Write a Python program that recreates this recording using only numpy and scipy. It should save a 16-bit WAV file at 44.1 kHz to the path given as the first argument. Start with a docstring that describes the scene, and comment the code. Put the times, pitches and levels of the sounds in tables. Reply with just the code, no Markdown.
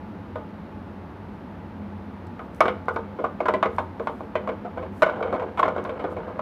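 """A ball knocks, chatters and rumbles round the track of a hollow plastic toy, batted by a kitten.
Each blow rings the toy's tray and lid; ribs in the track make the rumble, and the ball judders when a
paw pins it. Fur brushes the plastic, and sharp, bright clicks come singly or in quick rows. The toy lies
on the floor of a small room, heard close up on one microphone, with a ventilation fan droning below."""
import sys
import numpy as np
from scipy import signal
from scipy.fft import rfft, irfft
from scipy.io import wavfile

SR = 44100
rng = np.random.default_rng(int(sys.argv[2]) if len(sys.argv) > 2 else 0)


def unload_audio(sound):
    """Save the sound as a 16-bit wav file, at the path given as the first command line argument."""
    columns = np.transpose(np.atleast_2d(sound))
    # keep every value between -1 and 1, then stretch to whole-number steps
    steps = np.round(np.clip(columns, -1, 1) * 32767)
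    wavfile.write(sys.argv[1], SR, steps.astype(np.int16))


N = 282844
TIME = np.arange(N) / SR

# Spectrum of the fan's rushing air. Each row: frequency in Hz, relative level in dB.
FAN_AIR = [(25, -36), (42, -23), (58, -10.5), (100, -3.5), (132, -18), (170, -5), (290, -8), (400, -14.5),
           (640, -17.5), (1250, -22.5), (2100, -32), (4000, -44.5), (7500, -61.5), (13000, -69),
           (16000, -65)]
# The fan's drone and faint whistles. Each row: centre in Hz, width in Hz, level in dB.
FAN_TONES = [(91.4, 1.6, -48.5), (205.14, 3.8, -44.5), (234, 6.1, -77), (859.5, 16.6, -53), (944, 4, -60),
             (9850, 650, -87.5), (11770, 620, -84)]
# Fur and paws on the plastic. Each row: middle in seconds, level in dB, half length in seconds.
FUR_BRUSHES = [(2.43, -77, .04), (2.565, -66.5, 0.027), (2.94, -69, 0.018), (3.777, -69, 0.058),
               (4.12, -74, 0.13), (4.992, -66.5, 0.057), (5.598, -67.5, .03), (5.874, -76, .03),
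               (6.121, -69, .025)]
# Sharp, bright clicks. Each row: start in seconds, energy per click in dB, burst length in seconds.
SHARP_CLICKS = [(2.268, -41, .006), (2.547, -36, 0), (2.606, -12.5, 0), (2.857, -43, 0),
                (3.4872, -25.5, 0.0036), (3.538, -34, 0), (3.764, -38, 0), (5.021, -22.5, .014),
                (5.597, -25, 0), (5.687, -35, 0), (5.841, -33, 0)]
# Modes of the toy, from hollow tray through lid to stiff rim.
# Each row: frequency in Hz, relative level in dB, time to die away by 60 dB in seconds.
TOY_MODES = [(320, -4, 0.37), (373.6, -2, 0.47), (457.7, 1, 0.17), (499, -2.5, 0.18), (616, 1, 0.018),
             (618.2, 0.5, 0.088), (694, 4, 0.066), (777, 7.5, 0.054), (908, -0.5, 0.11),
             (1005.7, -2, 0.068), (1065.5, -0.5, 0.056), (1130.6, -10, 0.13), (1250, -9.5, 0.14),
             (1440, -16, 0.22), (1462, 0.5, 0.085), (1743, -27, 0.072), (2004, -17.5, 0.044),
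             (2196, 6, 0.08), (2230, -17, 0.088), (3000, 4.5, 0.088), (3130, -25.5, 0.24),
             (3760, -28, 0.097), (3630, -8, 0.12)]
# The smooth ball's gentle push as it rolls. Each row: frequency in Hz, gain in dB.
ROLL_SPECTRUM = [(120, -33.5), (280, -9), (500, 2), (800, 0.5), (1450, -3.5), (1800, -8.5), (2300, -13.5),
                 (3500, -24.5), (5000, -49), (12000, -67.5)]
# Runs of the ball along the track. Each row: start in seconds, length in seconds, opening level in dB.
BALL_RUNS = [(2.682, 0.018, -36), (3.0, 0.29, -49), (3.478, 0.11, -46), (4.386, 0.15, -41),
             (4.755, 0.069, -36.5), (5.05, 0.16, -32.5), (5.24, 0.237, -31.5), (5.63, 0.79, -36.5)]
# The pinned ball juddering. Each row: start in seconds, wall pitch in Hz, level in dB, length in seconds.
BALL_JUDDERS = [(3.239, 1090, -24, 0.015), (3.489, 620, -22, 0.0071), (5.022, 612, -10, 0.016),
                (5.026, 1348, -23, 0.016), (5.064, 618, -22, 0.01), (5.596, 1062, -15.5, 0.01),
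                (5.628, 1030, -14.5, 0.0087)]
# The push of a blow on soft plastic. Each row: frequency in Hz, gain in dB.
BLOW_SPECTRUM = [(70, -27.5), (380, -5), (520, -1.5), (640, 3.5), (850, -1), (1070, 4.5), (1480, 1),
                 (1750, -9.5), (2250, -6.5), (2650, -16.5), (3700, -18), (4500, -26), (12500, -42),
                 (16000, -47)]
# The four bands of a blow: tray, lid, crack, edge tick. Each row: low edge in Hz, high edge in Hz.
BLOW_BANDS = [(330, 780), (780, 1800), (1800, 5000), (5000, 15000)]
# The core of each of those bands, where its gain is flat. Each row: low edge in Hz, high edge in Hz.
BAND_CORES = [(370, 607), (900, 1310), (2050, 2970), (6000, 13000)]
# Blows of ball and paw. Each row: start in seconds, lid level in dB, tray and crack levels in dB
# relative to the lid, favoured tray and lid pitches in Hz, chatter length in seconds.
TOY_KNOCKS = [(0.357, -36, 5.5, -16, 500, 1300, 0.00395), (2.393, -38.5, -1, -13, 490, 1260, 0.0039),
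              (2.6057, -15, -1.5, -10, 617, 1225, 0.00066), (2.656, -27.5, 3, -12, 614, 1090, 0.0034),
              (2.6812, -27.5, 4.5, -6, 500, 1030, 0.004), (2.883, -23.5, -4.5, -17.5, 490, 1340, 0.0052),
              (2.962, -27, -2.5, -17, 497, 910, 0.002), (3.188, -36.5, 10.5, -14, 500, 1000, .016),
              (3.2405, -26, 1.5, -19.5, 746, 1090, .011), (3.4042, -30.5, 8.5, -9, 500, 1030, .007),
              (3.4565, -24.5, -4, -18, 640, 1090, .008), (3.484, -20, 0.5, -15, 624, 960, 0.0033),
              (3.5383, -26, 5, -7.5, 510, 1000, 0.0076), (3.6278, -19, -4, -14, 703, 1150, 0.0061),
              (3.658, -31, 7.5, -6, 495, 1020, 0.0019), (3.7834, -23, -5, -16.5, 650, 970, 0.0055),
              (3.9972, -37, 10, -14, 470, 1050, 0.0011), (4.0718, -26, -5.5, -16, 750, 910, 0.0033),
              (4.207, -39.5, 5, -19, 530, 830, 0.0038), (4.3543, -29, 8, -6, 544, 1004, 0.0033),
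              (4.475, -32, 3, -16.5, 574, 1053, 0.0035), (4.49, -34, 4.5, -9, 457, 975, 0.0031),
              (4.649, -41, 12.5, -14.5, 670, 855, 0.015), (4.774, -39, 4.5, -14, 606, 1190, 0.013),
              (4.826, -40, 8.5, -12.5, 490, 1100, 0.017), (5.021, -17.5, -6, -10, 610, 1400, .013),
              (5.0626, -29, 1, -14, 600, 1030, 0.0085), (5.096, -33.5, 0, -12.5, 472, 1000, .003),
              (5.206, -34.5, 8, -27, 480, 900, .003), (5.227, -32, 3.5, -8.5, 570, 974, .008),
              (5.34, -32, 9, -12.5, 490, 1085, .009), (5.397, -35, -4, -11, 510, 910, .008),
              (5.418, -37.5, 7.5, -24, 445, 1080, .007), (5.5748, -30, -6, -11.5, 760, 979, 0.014),
              (5.593, -26, -0.5, -12.5, 614, 1090, .008), (5.63, -23, -2.5, -13.5, 586.4, 1090, 0.0072),
              (5.655, -31, 4, -9.5, 693, 920, 0.0037), (5.68, -26.5, 1.5, -16, 690, 950, .008),
              (5.763, -32, 3, -20, 670, 810, 0.00291), (5.781, -37, 9, -10, 450, 1040, 0.0024),
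              (5.85, -34.5, -3, -13, 634, 1090, 0.0032), (5.894, -36, 5.5, -9.5, 454, 1050, 0.0037),
              (5.994, -37.5, 5, -9.5, 500, 1050, .018), (6.0413, -34, 11.5, -14, 570.6, 816, 0.0088),
              (6.166, -41, 11, -9, 467, 1000, .016), (6.281, -40, 0, -25, 680, 978, 0.0032),
              (6.392, -30, 1, -19.5, 560, 980, 0.0036)]


def undb(db):
    """Decibels to gain."""
    return 10 ** (np.asarray(db) / 20)


def unit(x):
    """Scale to rms 1."""
    return x / np.sqrt(np.mean(x ** 2))


def with_energy(x, db):
    """Scale a short sound to a total energy in dB."""
    return x * undb(db) / np.sqrt(np.sum(x ** 2))


def fade(t, t60):
    """Exponential ring-down, 60 dB in t60 seconds."""
    return np.exp(-np.log(1000) * t / t60)


def add(track, start_s, x):
    """Mix a short sound into the track."""
    i = int(start_s * SR)
    track[i:i + len(x)] += x[:max(N - i, 0)]


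def bandpass(x, edges_hz, order):
    """Causal band-pass."""
    return signal.sosfilt(signal.butter(order, edges_hz, "bandpass", fs=SR, output="sos"), x)


def lowpass(x, corner_hz):
    """Gentle causal low-pass."""
    return signal.sosfilt(signal.butter(1, corner_hz, fs=SR, output="sos"), x)


def colour(x, hz, db):
    """Minimum-phase filter through (Hz, dB) points, so that attacks stay sharp."""
    f = np.fft.rfftfreq(len(x), 1 / SR)
    gain = undb(np.interp(np.log(np.maximum(f, 1)), np.log(hz), db))
    cepstrum = irfft(np.log(gain))
    cepstrum[1:len(x) // 2] *= 2
    cepstrum[len(x) // 2 + 1:] = 0
    return irfft(rfft(x) * np.exp(rfft(cepstrum)))


def noise(gain):
    """Steady noise of rms 1 whose spectrum is the function gain(Hz)."""
    f = np.fft.rfftfreq(N, 1 / SR) + 1e-3
    return unit(irfft(rfft(rng.standard_normal(N)) * gain(f), N))


def resonance(centre_hz, width_hz):
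    """Wavering tone of rms 1: a narrow resonance driven by noise."""
    return noise(lambda f: 1 / (1 + (0.93 * (f - centre_hz) / width_hz) ** 2))


def fan(air_db=-39):
    """The room tone: a fan's rushing air with a few narrow, wavering resonances."""
    hz, db = np.transpose(FAN_AIR)
    air = undb(air_db) * noise(lambda f: undb(np.interp(np.log(f), np.log(hz), db)))
    return air + sum(undb(level) * resonance(centre, width) for centre, width, level in FAN_TONES)


def room(x, wet_db=-10, low_t60=0.33, treble_t60=0.37, treble_db=-4, split_hz=3500):
    """A small furnished room: the direct sound, then short, diffuse echoes with softened treble."""
    t = np.arange(SR // 2) / SR
    grain = rng.standard_normal(len(t))
    low = signal.sosfiltfilt(signal.butter(2, split_hz, fs=SR, output="sos"), grain)
    treble = undb(treble_db) * (grain - low)
    build_up = 1 - np.exp(-(t / 0.011) ** 2)
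    tail = build_up * (low * fade(t, low_t60) + treble * fade(t, treble_t60))
    tail /= np.sqrt(np.sum(fade(t, low_t60) ** 2))
    return x + undb(wet_db) * signal.fftconvolve(x, tail)[:N]


def fur(grip_spread_db=3, catches_per_s=600):
    """Soft, scratchy swishes: tufts of fur catch and slip hundreds of times a second."""
    swell = sum(undb(db) * np.exp(-((TIME - middle) / half) ** 2) for middle, db, half in FUR_BRUSHES)
    grip_db = grip_spread_db * rng.standard_normal(N)[(TIME * catches_per_s).astype(int)]
    hairs = rng.standard_normal(N) * undb(grip_db)
    return swell * unit(bandpass(hairs, (4000, 13500), order=2))


def clicks(clicks_per_s=250, click_t60=0.0081, tail_t60=0.045, tail_db=-25):
    """Sharp, bright clicks, single or in quick rows."""
    out, t = np.zeros(N), np.arange(SR // 20) / SR
    decay = fade(t, click_t60) + undb(tail_db) * fade(t, tail_t60)
    for start, db, burst_s in SHARP_CLICKS:
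        for k in range(1 + int(burst_s * clicks_per_s)):
            click = bandpass(rng.standard_normal(len(t)) * decay, (2500, 6500), order=1)
            add(out, start + k / clicks_per_s, with_energy(click, db))
    return out


def toy_ring(t, favoured=(), reach=0.084, scatter_db=2, detune=0.012):
    """Ring of the toy after one touch; the struck spot favours modes near each (Hz, strength)."""
    hz, db, t60 = np.transpose(TOY_MODES)
    size, tune = rng.standard_normal((2, len(hz)))
    favour = 1 + sum(strength * np.exp(-(np.log(hz / f) / reach) ** 2) for f, strength in favoured)
    gain = undb(db + scatter_db * size) * favour * rng.choice([-1, 1], len(hz))
    modes = np.sin(2 * np.pi * np.outer(hz * (1 + detune * tune), t))
    return gain @ (modes * fade(t, t60[:, None]))


def roll_gain(t, attack_s=0.013, sag_db_per_s=-7.5, stop_t60=0.35):
    """Each run picks up quickly, loses level to friction and dies away when the ball is stopped."""
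    gain = 0
    for start, length, db in BALL_RUNS:
        age = np.maximum(t - start, 0)
        rise = np.minimum(age / attack_s, 1)
        stop = fade(np.maximum(age - length, 0), stop_t60)
        gain += rise * undb(db + sag_db_per_s * age) * stop
    return gain


def rolling(bumps_per_s=700, spread_db=7, hum_db=-2, timbres=6):
    """The track's ribs make a stream of small bumps under the ball, and the air under the lid hums."""
    rumble, t = np.zeros(N), np.arange(2 ** 13) / SR
    for _ in range(timbres):
        hits = rng.random(N) < bumps_per_s / timbres / SR
        bumps = hits * undb(spread_db * rng.standard_normal(N))
        ring = with_energy(toy_ring(t), db=-9)
        grit = with_energy(rng.standard_normal(len(t)) * fade(t, t60=0.025), db=-1)
        bump_sound = colour(ring + grit, *np.transpose(ROLL_SPECTRUM))
        rumble += signal.oaconvolve(bumps, bump_sound)[:N]
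    hum = undb(hum_db) * resonance(centre_hz=508, width_hz=16)
    return unit(unit(rumble) + hum) * roll_gain(TIME)


def judders(waver=0.07, overtone_db=-19):
    """Pinned by a paw, the ball sticks and slips at the wall's own pitch until it comes free."""
    out, t = np.zeros(N), np.arange(SR // 20) / SR
    for start, hz, db, length in BALL_JUDDERS:
        wobble = unit(lowpass(rng.standard_normal(len(t)), corner_hz=400))
        phase = 2 * np.pi * np.cumsum(hz * (1 + waver * wobble)) / SR
        tone = np.sqrt(2) * (np.sin(phase) + undb(overtone_db) * np.sin(2 * phase))
        swell = np.sqrt(np.abs(np.sin(np.pi * np.minimum(t / length, 1))))
        add(out, start, undb(db) * swell * tone)
    return out


def chatter(x, length_s, rebound=0.79, full_s=0.019, touches=3):
    """The light ball touches a few more times before it leaves the wall; long contacts rebound harder."""
    out = x.copy()
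    strength = rebound * min(length_s / full_s, 1)
    for k, (when, size) in enumerate(rng.random((touches, 2))):
        lag = 1 + int(length_s * SR * (k + when) / touches)
        out[lag:] += strength * (0.5 + size) * x[:-lag]
    return out


def band_levels(x, spread_s=0.025):
    """Level in dB of each band of a blow, as if its energy were spread over spread_s."""
    f = np.fft.rfftfreq(len(x), 1 / SR)
    power = 2 * np.abs(rfft(x)) ** 2 / len(x) / (spread_s * SR)
    return 10 * np.log10([power[(f >= low) & (f < high)].sum() for low, high in BLOW_BANDS])


def blow(lid_db, tray_db, crack_db, tray_hz, lid_hz, chatter_s):
    """One blow: a snap at the contact, dense quick flexing of the thin walls, and the toy's ring."""
    t = np.arange(2 ** 13) / SR
    grain = rng.standard_normal((2, len(t)))
    snap = with_energy(grain[0] * fade(t, t60=0.0071), db=-4.5)
    flex = with_energy(grain[1] * fade(t, t60=0.076), db=1)
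    ring = with_energy(toy_ring(t, favoured=[(tray_hz, 2.6), (lid_hz, 5.0)]), db=-10)
    touch = snap + lowpass(flex, corner_hz=6000) + ring
    hit = colour(chatter(touch, chatter_s), *np.transpose(BLOW_SPECTRUM))
    edge_db = -33.5 + 0.38 * crack_db  # the harder the crack, the stronger the edge tick
    # where and how hard the ball lands decides each band's share
    gain_db = lid_db + np.array([tray_db, 0, crack_db, edge_db]) - band_levels(hit)
    return colour(hit, np.ravel(BAND_CORES), np.repeat(gain_db, 2))


def tap(lid_db):
    """A light, hollow touch of the ball on the tray."""
    return blow(lid_db, tray_db=7, crack_db=-18, tray_hz=505, lid_hz=1000, chatter_s=0.004)


def wall_taps(taps_per_s=20, re_roll_db=-6.5, scatter_db=2.5, unevenness=0.7):
    """The ball wanders from wall to wall during a run, tapping as hard as it rolls."""
    out = np.zeros(N)
    for start, length, _ in BALL_RUNS:
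        for k in range(1, int(length * taps_per_s) + 1):
            when = start + (k - unevenness * rng.random()) / taps_per_s
            add(out, when, roll_gain(when) * tap(re_roll_db + scatter_db * rng.standard_normal()))
    return out


def knocks(drop_s=0.025, drop_scatter=0.199):
    """Ball and paw strike the toy; after each blow the ball drops back into the tray."""
    out = np.zeros(N)
    for start, lid_db, *timbre in TOY_KNOCKS:
        add(out, start, blow(lid_db, *timbre))
        delay = drop_s * (1 + drop_scatter * rng.uniform(-0.993, 1))
        add(out, start + delay, tap(-26.5 + 0.55 * lid_db))  # a harder blow, a louder drop
    return out


def scene():
    """The toy on the floor of the room, over the fan, in mono."""
    room_tone = fan()
    close_sounds = rolling() + fur() + judders() + knocks() + clicks() + wall_taps()
    return (room_tone + room(close_sounds))[None]


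def record(dry, top_hz=15500):
    """One close microphone; the recorder clips at full scale and cuts the top treble steeply."""
    top_cut = signal.ellip(8, 0.2, 70, top_hz, fs=SR, output="sos")
    return signal.sosfilt(top_cut, np.clip(dry, -1, 1))


dry = scene()
out = record(dry)
unload_audio(out)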